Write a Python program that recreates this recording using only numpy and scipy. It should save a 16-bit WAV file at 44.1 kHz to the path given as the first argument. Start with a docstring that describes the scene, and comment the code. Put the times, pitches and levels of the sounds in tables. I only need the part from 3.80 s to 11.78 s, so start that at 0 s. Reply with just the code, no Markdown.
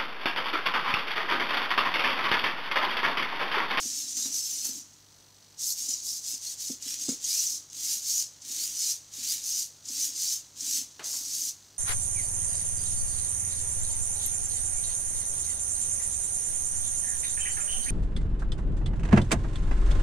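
"""Small four-legged robot on a wooden floor.

It steps and waves its legs in a plush cover, close by, in a small room. Its geared servos
whirr, rasp and squeal in bursts, jerk as they take up load, and buzz at their control rate.
Padded feet thump, leg joints thud faintly, a bare tip clacks, and mains hum lies underneath."""
import sys
import numpy as np
from scipy import signal
from scipy.fft import rfft, irfft, next_fast_len
from scipy.io import wavfile

SR = 44100
rng = np.random.default_rng(int(sys.argv[2]) if len(sys.argv) > 2 else 0)


def bounce(signal):
    """Save signal as a 16-bit WAV file at the path given by the first command-line argument."""
    frames = np.transpose(np.atleast_2d(signal))
    limited = np.clip(frames, -1, 1)
    pcm = np.round(limited * 32767).astype(np.int16)
    wavfile.write(sys.argv[1], SR, pcm)


N = 351918
TIME_S = np.arange(N) / SR
CONTROL_HZ, CUTOFF_HZ = 50, 15600

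# Servo strokes, one per leg movement. Each row: start, spin-up and hold in seconds, braking in
# seconds per 20 dB, gear level in dB, rasp and growl in dB relative to it, frame shudder in dB.
SERVO_STROKES = [(-0.03, 0.03, 0.209, 0.25, -33.0, -13.0, -24.0, -59.5),
                 (0.264, 0.028, 0.035, 0.118, -35.0, -14.5, -26.5, -72.0),
                 (0.34, 0.036, 0.097, 0.12, -31.5, -14.0, -24.5, -59.0),
                 (0.499, 0.037, 0.057, 0.234, -31.0, -13.0, -27.0, -68.0),
                 (0.634, 0.017, 0.158, 0.177, -34.0, -11.5, -24.0, -66.0),
                 (0.814, 0.033, 0.022, 0.146, -32.0, -11.0, -24.5, -60.5),
                 (0.916, 0.019, 0.055, 0.075, -40.0, -15.0, -26.0, -59.0),
                 (1.768, 0.06, 0.099, 0.04, -31.0, -10.5, -29.5, -70.5),
                 (1.939, 0.042, 0.089, 0.052, -34.5, -12.0, -25.0, -71.5),
                 (2.078, 0.01, 0.01, 0.245, -30.5, -14.0, -27.5, -63.5),
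                 (2.216, 0.048, 0.111, 0.067, -34.5, -10.0, -30.0, -74.0),
                 (2.4, 0.075, 0.071, 0.061, -33.0, -9.5, -26.0, -68.0),
                 (2.575, 0.08, 0.071, 0.062, -35.5, -14.5, -24.0, -76.0),
                 (2.764, 0.043, 0.112, 0.087, -35.5, -12.0, -24.0, -74.0),
                 (2.991, 0.108, 0.023, 0.122, -33.0, -11.5, -19.5, -65.0),
                 (3.138, 0.088, 0.092, 0.118, -33.5, -14.0, -23.5, -63.5),
                 (3.391, 0.103, 0.153, 0.16, -28.5, -10.5, -25.0, -69.5),
                 (3.691, 0.01, 0.066, 0.059, -34.5, -14.0, -32.5, -67.0),
                 (3.897, 0.226, 0.01, 0.146, -29.0, -9.0, -23.5, -64.5),
                 (4.199, 0.092, 0.125, 0.079, -29.5, -12.0, -26.0, -72.0),
                 (4.596, 0.221, 0.016, 0.25, -31.5, -9.0, -21.0, -62.5),
                 (4.896, 0.126, 0.096, 0.074, -29.0, -11.0, -25.0, -70.0),
                 (5.292, 0.221, 0.022, 0.143, -30.5, -9.0, -20.5, -65.0),
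                 (5.589, 0.105, 0.131, 0.07, -30.5, -10.5, -26.0, -71.5),
                 (6.026, 0.19, 0.04, 0.125, -29.5, -10.0, -23.0, -62.5),
                 (6.315, 0.1, 0.125, 0.088, -30.0, -11.0, -25.0, -71.0),
                 (6.74, 0.2, 0.045, 0.085, -28.5, -10.0, -23.0, -60.0),
                 (7.224, 0.04, 0.124, 0.225, -33.5, -10.5, -25.5, -65.5),
                 (7.401, 0.139, 0.149, 0.065, -32.5, -8.5, -25.5, -66.0)]
# Gear whine partials. Each row: multiple of the mesh rate, relative level in dB.
MESH_PARTIALS = [(1, -7), (5 / 3, -3), (2, -1), (7 / 3, -1), (3, -1), (11 / 3, -2), (13 / 3, -1), (5, -1)]
# Gear case response. Each row: frequency in Hz, relative gain in dB.
GEAR_CASE_SPECTRUM = [(700, -51), (1200, -19), (2000, -24), (2600, -20), (3300, -12.5), (4000, -7),
                      (5000, -0.5), (6200, 3.5), (7200, 0), (8500, -6.5), (10400, -12), (13000, -12.5),
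                      (15500, -15.5)]
# One gear singing out. Each row: start and length in seconds, start and end pitch in Hz, level in dB.
GEAR_SQUEALS = [(0.420, .050, 4000, 3720, -45), (0.542, .045, 6000, 5850, -35),
                (0.573, .020, 5150, 5100, -37), (1.835, .045, 6300, 7600, -38),
                (1.895, .040, 4150, 4500, -42), (2.088, .016, 7300, 6900, -31),
                (2.106, .014, 7300, 6300, -31), (2.130, .014, 6200, 5650, -30),
                (2.280, .040, 5100, 5230, -38), (2.660, .035, 4280, 4380, -43),
                (3.065, .090, 5450, 5520, -41), (3.295, .045, 8900, 6600, -38),
                (3.437, .026, 6250, 6600, -31), (3.480, .060, 4950, 5100, -38),
                (3.480, .200, 2100, 3100, -57), (3.570, .045, 5800, 6250, -32),
                (3.662, .018, 6200, 5700, -31), (4.295, .130, 6480, 6540, -41),
                (4.780, .085, 4000, 5050, -39), (5.465, .065, 4150, 5150, -39),
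                (6.205, .045, 6400, 5750, -35), (6.480, .045, 7100, 7200, -38),
                (7.605, .025, 6150, 6250, -34)]
# Gears taking up slack. Each row: start in seconds, relative level in dB.
GEAR_JERKS = [(0.367, -19.5), (0.423, -21), (0.851, -22.5), (1.132, -44), (1.340, -50), (1.789, -33),
              (1.984, -25), (2.089, -30), (3.024, -24), (3.288, -17), (3.441, -27), (3.899, -36.5),
              (4.046, -21.5), (4.617, -33.5), (4.686, -32), (4.711, -24), (5.336, -29.5), (6.054, -30),
              (6.084, -23), (6.805, -22), (7.109, -42), (7.241, -27), (7.328, -22.5)]
# Colour of the holding buzz. Each row: frequency in Hz, relative gain in dB.
BUZZ_SPECTRUM = [(1500, -12), (2500, -14), (3000, -5), (3400, -6.5), (4150, -1), (5200, -1.5), (6000, 2),
                 (7000, -5), (8300, -5.5), (10000, -25), (15500, -66)]
# Low thuds: padded feet landing, and faint leg-joint thuds during swings.
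# Each row: start in seconds, relative level in dB.
LOW_THUDS = [(0.052, -44), (0.384, -51.5), (0.452, -43.5), (0.494, -55), (0.887, -46), (0.954, -56),
             (2.084, -48.5), (2.533, -53.5), (2.898, -35), (3.06, -49), (3.285, -27.5), (3.319, -47),
             (4.696, -52.5), (5.38, -53), (6.097, -53), (6.289, -55), (6.821, -52), (7.008, -51)]
# Floorboard modes. Each row: frequency in Hz, gain in dB, 60 dB decay time in seconds.
BOARD_MODES = [(174, -9.5, 0.061), (229, -3, 0.1), (274.5, 2, 0.063), (402, -10, 0.045), (474, -20, 0.17),
               (538, -18.5, 0.11), (680, -14, 0.021)]
# Bare tip hitting the boards. Each row: start in seconds, relative level in dB.
TIP_CLACKS = [(0.028, -50.5), (0.384, -54), (0.452, -50), (0.851, -48.5), (1.341, -65), (3.287, -48),
              (7.194, -37), (7.335, -53.5)]
# Colour of a clack. Each row: frequency in Hz, relative gain in dB.
CLACK_SPECTRUM = [(60, -28), (150, -10), (300, -2), (600, 0), (1400, 0), (2500, -3), (4000, -6),
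                  (7000, -13), (15000, -28)]
# Colour of the room rumble. Each row: frequency in Hz, relative gain in dB.
RUMBLE_SPECTRUM = [(20, -6), (75, 0), (125, -2.5), (180, -2), (450, -5.5), (1000, -7.5), (2500, -14.5),
                   (5000, -33)]
# Mains hum partials. Each row: frequency in Hz, rms level in dB.
HUM_PARTIALS = [(100, -70.5), (150, -74.5), (300, -83)]


def gear_train(speed, mesh_hz, wander=.035, flutter=.012, rattle_spread_db=2.5, flicker_db=9.0):
    """Teeth click and whine at the mesh rate, pushed once per control pulse."""
    tooth_hz = mesh_hz * speed * np.exp(wander * drift(22) + flutter * drift(320))
    teeth = np.cumsum(tooth_hz) / SR
    whine = np.zeros(N)
    for multiple, db in MESH_PARTIALS:
        flare = from_db(db + flicker_db * np.tanh(drift(130)))  # shifting tooth contact
        tone = np.sin(2 * np.pi * (multiple * teeth + rng.random()))
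        whine += flare * tone * (multiple * tooth_hz < CUTOFF_HZ)
    contacts = np.diff(np.floor(teeth), prepend=0)
    impacts = contacts * rng.uniform(-0.88, 1, N) / np.sqrt(speed)
    rattle = unit_rms(impacts * from_db(rattle_spread_db * drift(450)))  # slack gears knock in clumps
    throb_db = np.cos(2 * np.pi * (CONTROL_HZ * TIME_S + rng.random()))
    return (rattle + from_db(-4.5) * speed * unit_rms(whine)) * from_db(throb_db)


def gear_whirr(level_db, rasp_db, growl_db, joints=4):
    """Several gear trains share the work; harder drive spins them up, lagged by inertia."""
    target_speed = np.clip(from_db(.17 * (level_db + 30)), .5, 1.15)
    speed = lag(target_speed, tau_s=.06)
    shares = [from_db(4.3 * drift(14)) for _ in range(joints)]
    trains = [gear_train(speed, mesh_hz) for mesh_hz in np.geomspace(2400, 3300, joints)]
    mix = sum(share * train for share, train in zip(shares, trains))
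    mix /= np.sqrt(sum(share ** 2 for share in shares))
    case = colour(mix, GEAR_CASE_SPECTRUM)
    # a labouring train loses its rasp and rings the case's main resonance instead
    ringing = from_db(-6.0 - 1.47 * np.maximum(rasp_db + 19.0, -8))
    resonance = unit_rms(butter(case, [5650, 7000], "band"))
    broad = unit_rms(butter(case, [3800, 9800], "band", order=4))
    body_rms = np.sqrt(1 + ringing ** 2 + 2 * ringing * np.mean(broad * resonance))
    body = (broad + ringing * resonance) / body_rms
    rasp = unit_rms(butter(case, 10220, "high", order=5)) * from_db(rasp_db + 2.04 + 1.46 * drift(24))
    growl = unit_rms(butter(case, [1750, 3150], "band")) * from_db(growl_db + 7.0)
    return from_db(level_db - 0.5) * (body + rasp + growl)


def stroke_drive(start_s, spin_up_s, hold_s, braking_s, settle_db=-18.0, settle_db_per_s=48.0):
    """Motor drive, 0-1: ramps up, holds, brakes, then fades as the servo settles."""
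    late_s = np.maximum(TIME_S - start_s - spin_up_s - hold_s, 0)
    release_db = np.maximum(-20 * late_s / braking_s, settle_db - settle_db_per_s * late_s)
    return np.clip((TIME_S - start_s) / spin_up_s, 0, 1) * from_db(release_db)


def leg_levels_db():
    """Overlapping strokes add in power. Gives gear level, relative rasp, relative growl, shudder."""
    power = np.full((4, N), 1e-12)
    for *timing_s, level_db, rasp_db, growl_db, shudder_db in SERVO_STROKES:
        drive = stroke_drive(*timing_s)
        power[0] += (from_db(level_db) * drive) ** 2
        power[1] += (from_db(level_db + rasp_db) * drive ** 1.34) ** 2  # rasp needs full drive
        power[2] += (from_db(level_db + growl_db) * drive ** 0.87) ** 2
        power[3] += (from_db(shudder_db) * drive ** 0.69) ** 2  # shudders from the first push
    level_db, rasp_db, growl_db, shudder_db = 10 * np.log10(power)
    return level_db, rasp_db - level_db, growl_db - level_db, shudder_db


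def gear_squeals(flutter_hz=90, flicker_db=3.0):
    """A loaded gear slips into a short gliding note, unsteady in pitch and strength."""
    out = np.zeros(N)
    detune_hz = flutter_hz * drift(600)
    for start_s, length_s, start_hz, end_hz, db in GEAR_SQUEALS:
        span = slice(int(start_s * SR), int((start_s + length_s) * SR))
        hz = np.linspace(start_hz, end_hz, len(out[span])) + detune_hz[span]
        envelope = from_db(db) * np.sqrt(2) * signal.windows.tukey(len(hz))
        out[span] += envelope * np.sin(2 * np.pi * np.cumsum(hz) / SR)
    return out * from_db(flicker_db * drift(250))


def gear_jerks():
    """A short chatter of teeth rings the gear case near its main resonance."""
    envelope = lag(decay(clicks(GEAR_JERKS), t60_s=0.065), tau_s=0.001)
    chatter = colour(rng.standard_normal(N) * envelope, GEAR_CASE_SPECTRUM)
    return from_db(-5.5) * butter(chatter, [5000, 8500], "band", order=1)


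def holding_buzz(servos=5, kick_s=.006):
    """Servos holding position get a short kick on every control pulse; runs throughout."""
    period = SR // CONTROL_HZ
    ages = [(np.arange(period) - rng.integers(period)) % period for _ in range(servos)]
    gate = sum(np.exp(-age / (kick_s * SR)) for age in ages)
    repeating = np.resize(rng.standard_normal(period), N)
    kicks = np.resize(gate, N) * (repeating + rng.standard_normal(N))
    return unit_rms(colour(kicks, BUZZ_SPECTRUM)) * from_db(-59.0 + drift(25))


def frame_shudder(level_db):
    """Uneven motor torque shakes the leg frame at its low resonance."""
    shudder = butter(rng.standard_normal(N), [226, 316], "band", order=3)
    return from_db(level_db + 0.6) * unit_rms(shudder)


def low_thuds():
    """Padded footfalls and faint leg-joint thuds softly ring the board modes."""
    pushes = clicks(LOW_THUDS)
    boards = sum((-1) ** k * from_db(db) * ring(pushes, hz, t60_s)
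                 for k, (hz, db, t60_s) in enumerate(BOARD_MODES))
    muffled = butter(boards, 840, "low")
    return from_db(3.5) * butter(muffled, 126, "high", order=3)


def tip_clacks():
    """A bare tip hits the boards: a sharp noise burst with a weaker, longer tail."""
    knocks = clicks(TIP_CLACKS)
    envelope = decay(knocks, t60_s=0.086) + from_db(-6.0) * decay(knocks, t60_s=0.64)
    return from_db(-5.5) * colour(rng.standard_normal(N) * envelope, CLACK_SPECTRUM)


def room(x, t60_s, wet_db, gap_s=.004):
    """Direct sound plus dense, decaying reflections from floor and walls."""
    delay_s = TIME_S[:SR // 2]
    tail = rng.standard_normal(len(delay_s)) * from_db(-60 * delay_s / t60_s) * (delay_s > gap_s)
    return x + from_db(wet_db) * signal.fftconvolve(x, tail / np.linalg.norm(tail))[:N]


def background():
    """Room rumble, microphone hiss and mains hum."""
    rumble = from_db(-67.0) * unit_rms(colour(rng.standard_normal(N), RUMBLE_SPECTRUM))
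    hiss = from_db(-65.5) * rng.standard_normal(N)
    hum = sum(from_db(db) * np.sqrt(2) * np.sin(2 * np.pi * (hz * TIME_S + rng.random()))
              for hz, db in HUM_PARTIALS)
    return rumble + hiss + hum


def from_db(db):
    """Decibels to gain."""
    return 10 ** (np.asarray(db) / 20)


def unit_rms(x):
    """Scale to unit rms."""
    return x / np.sqrt(np.mean(x ** 2) + 1e-20)


def drift(knots_per_s):
    """Random wander of unit rms."""
    knots = rng.standard_normal(8192)
    return unit_rms(np.interp(TIME_S * knots_per_s, np.arange(len(knots)), knots))


def lag(x, tau_s):
    """One-pole inertia."""
    pole = np.exp(-1 / (tau_s * SR))
    return signal.lfilter([1 - pole], [1, -pole], x, zi=[pole * x[0]])[0]


def butter(x, hz, kind, order=2):
    """Butterworth filter."""
    return signal.sosfilt(signal.butter(order, hz, kind, fs=SR, output="sos"), x)


def colour(x, spectrum):
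    """Minimum-phase filter with the given spectrum; white noise keeps its level."""
    size = 2 * next_fast_len(N // 2 + 8192)
    hz, db = np.transpose(spectrum)
    bins_hz = np.fft.rfftfreq(size, 1 / SR)
    gain = unit_rms(from_db(np.interp(np.log(bins_hz + 1), np.log(hz), db)))
    cepstrum = irfft(np.log(gain))
    cepstrum[1:size // 2] *= 2
    cepstrum[size // 2 + 1:] = 0
    return irfft(rfft(x, size) * np.exp(rfft(cepstrum)))[:N]


def ring(x, hz, t60_s):
    """Resonator: a unit click starts a decaying sine of height 1."""
    radius, angle_rad = from_db(-60 / (t60_s * SR)), 2 * np.pi * hz / SR
    feedback = [1, -2 * radius * np.cos(angle_rad), radius ** 2]
    return signal.lfilter([0, np.sin(angle_rad)], feedback, x + 1e-18)


def clicks(events):
    """One impulse per event."""
    start_s, db = np.transpose(events)
    out = np.zeros(N)
    out[np.round(start_s * SR).astype(int)] = from_db(db)
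    return out


def decay(x, t60_s):
    """Each click becomes a decaying envelope of the same height."""
    return signal.lfilter([1], [1, -from_db(-60 / (t60_s * SR))], x + 1e-18)


def scene():
    """Servos, thuds and clacks in the room, over the background; both channels alike."""
    level_db, rasp_db, growl_db, shudder_db = leg_levels_db()
    gears = gear_whirr(level_db, rasp_db, growl_db) + gear_squeals() + gear_jerks()
    servos = room(gears + holding_buzz() + frame_shudder(shudder_db), t60_s=0.21, wet_db=-13.5)
    impacts = room(low_thuds() + tip_clacks(), t60_s=.22, wet_db=-11.0)
    mono = servos + impacts + background()
    return np.array([mono, mono])


def record(dry):
    """Steep elliptic low-pass."""
    return signal.sosfilt(signal.ellip(12, .1, 80, CUTOFF_HZ, fs=SR, output="sos"), dry)


dry = scene()
out = record(dry)
bounce(out)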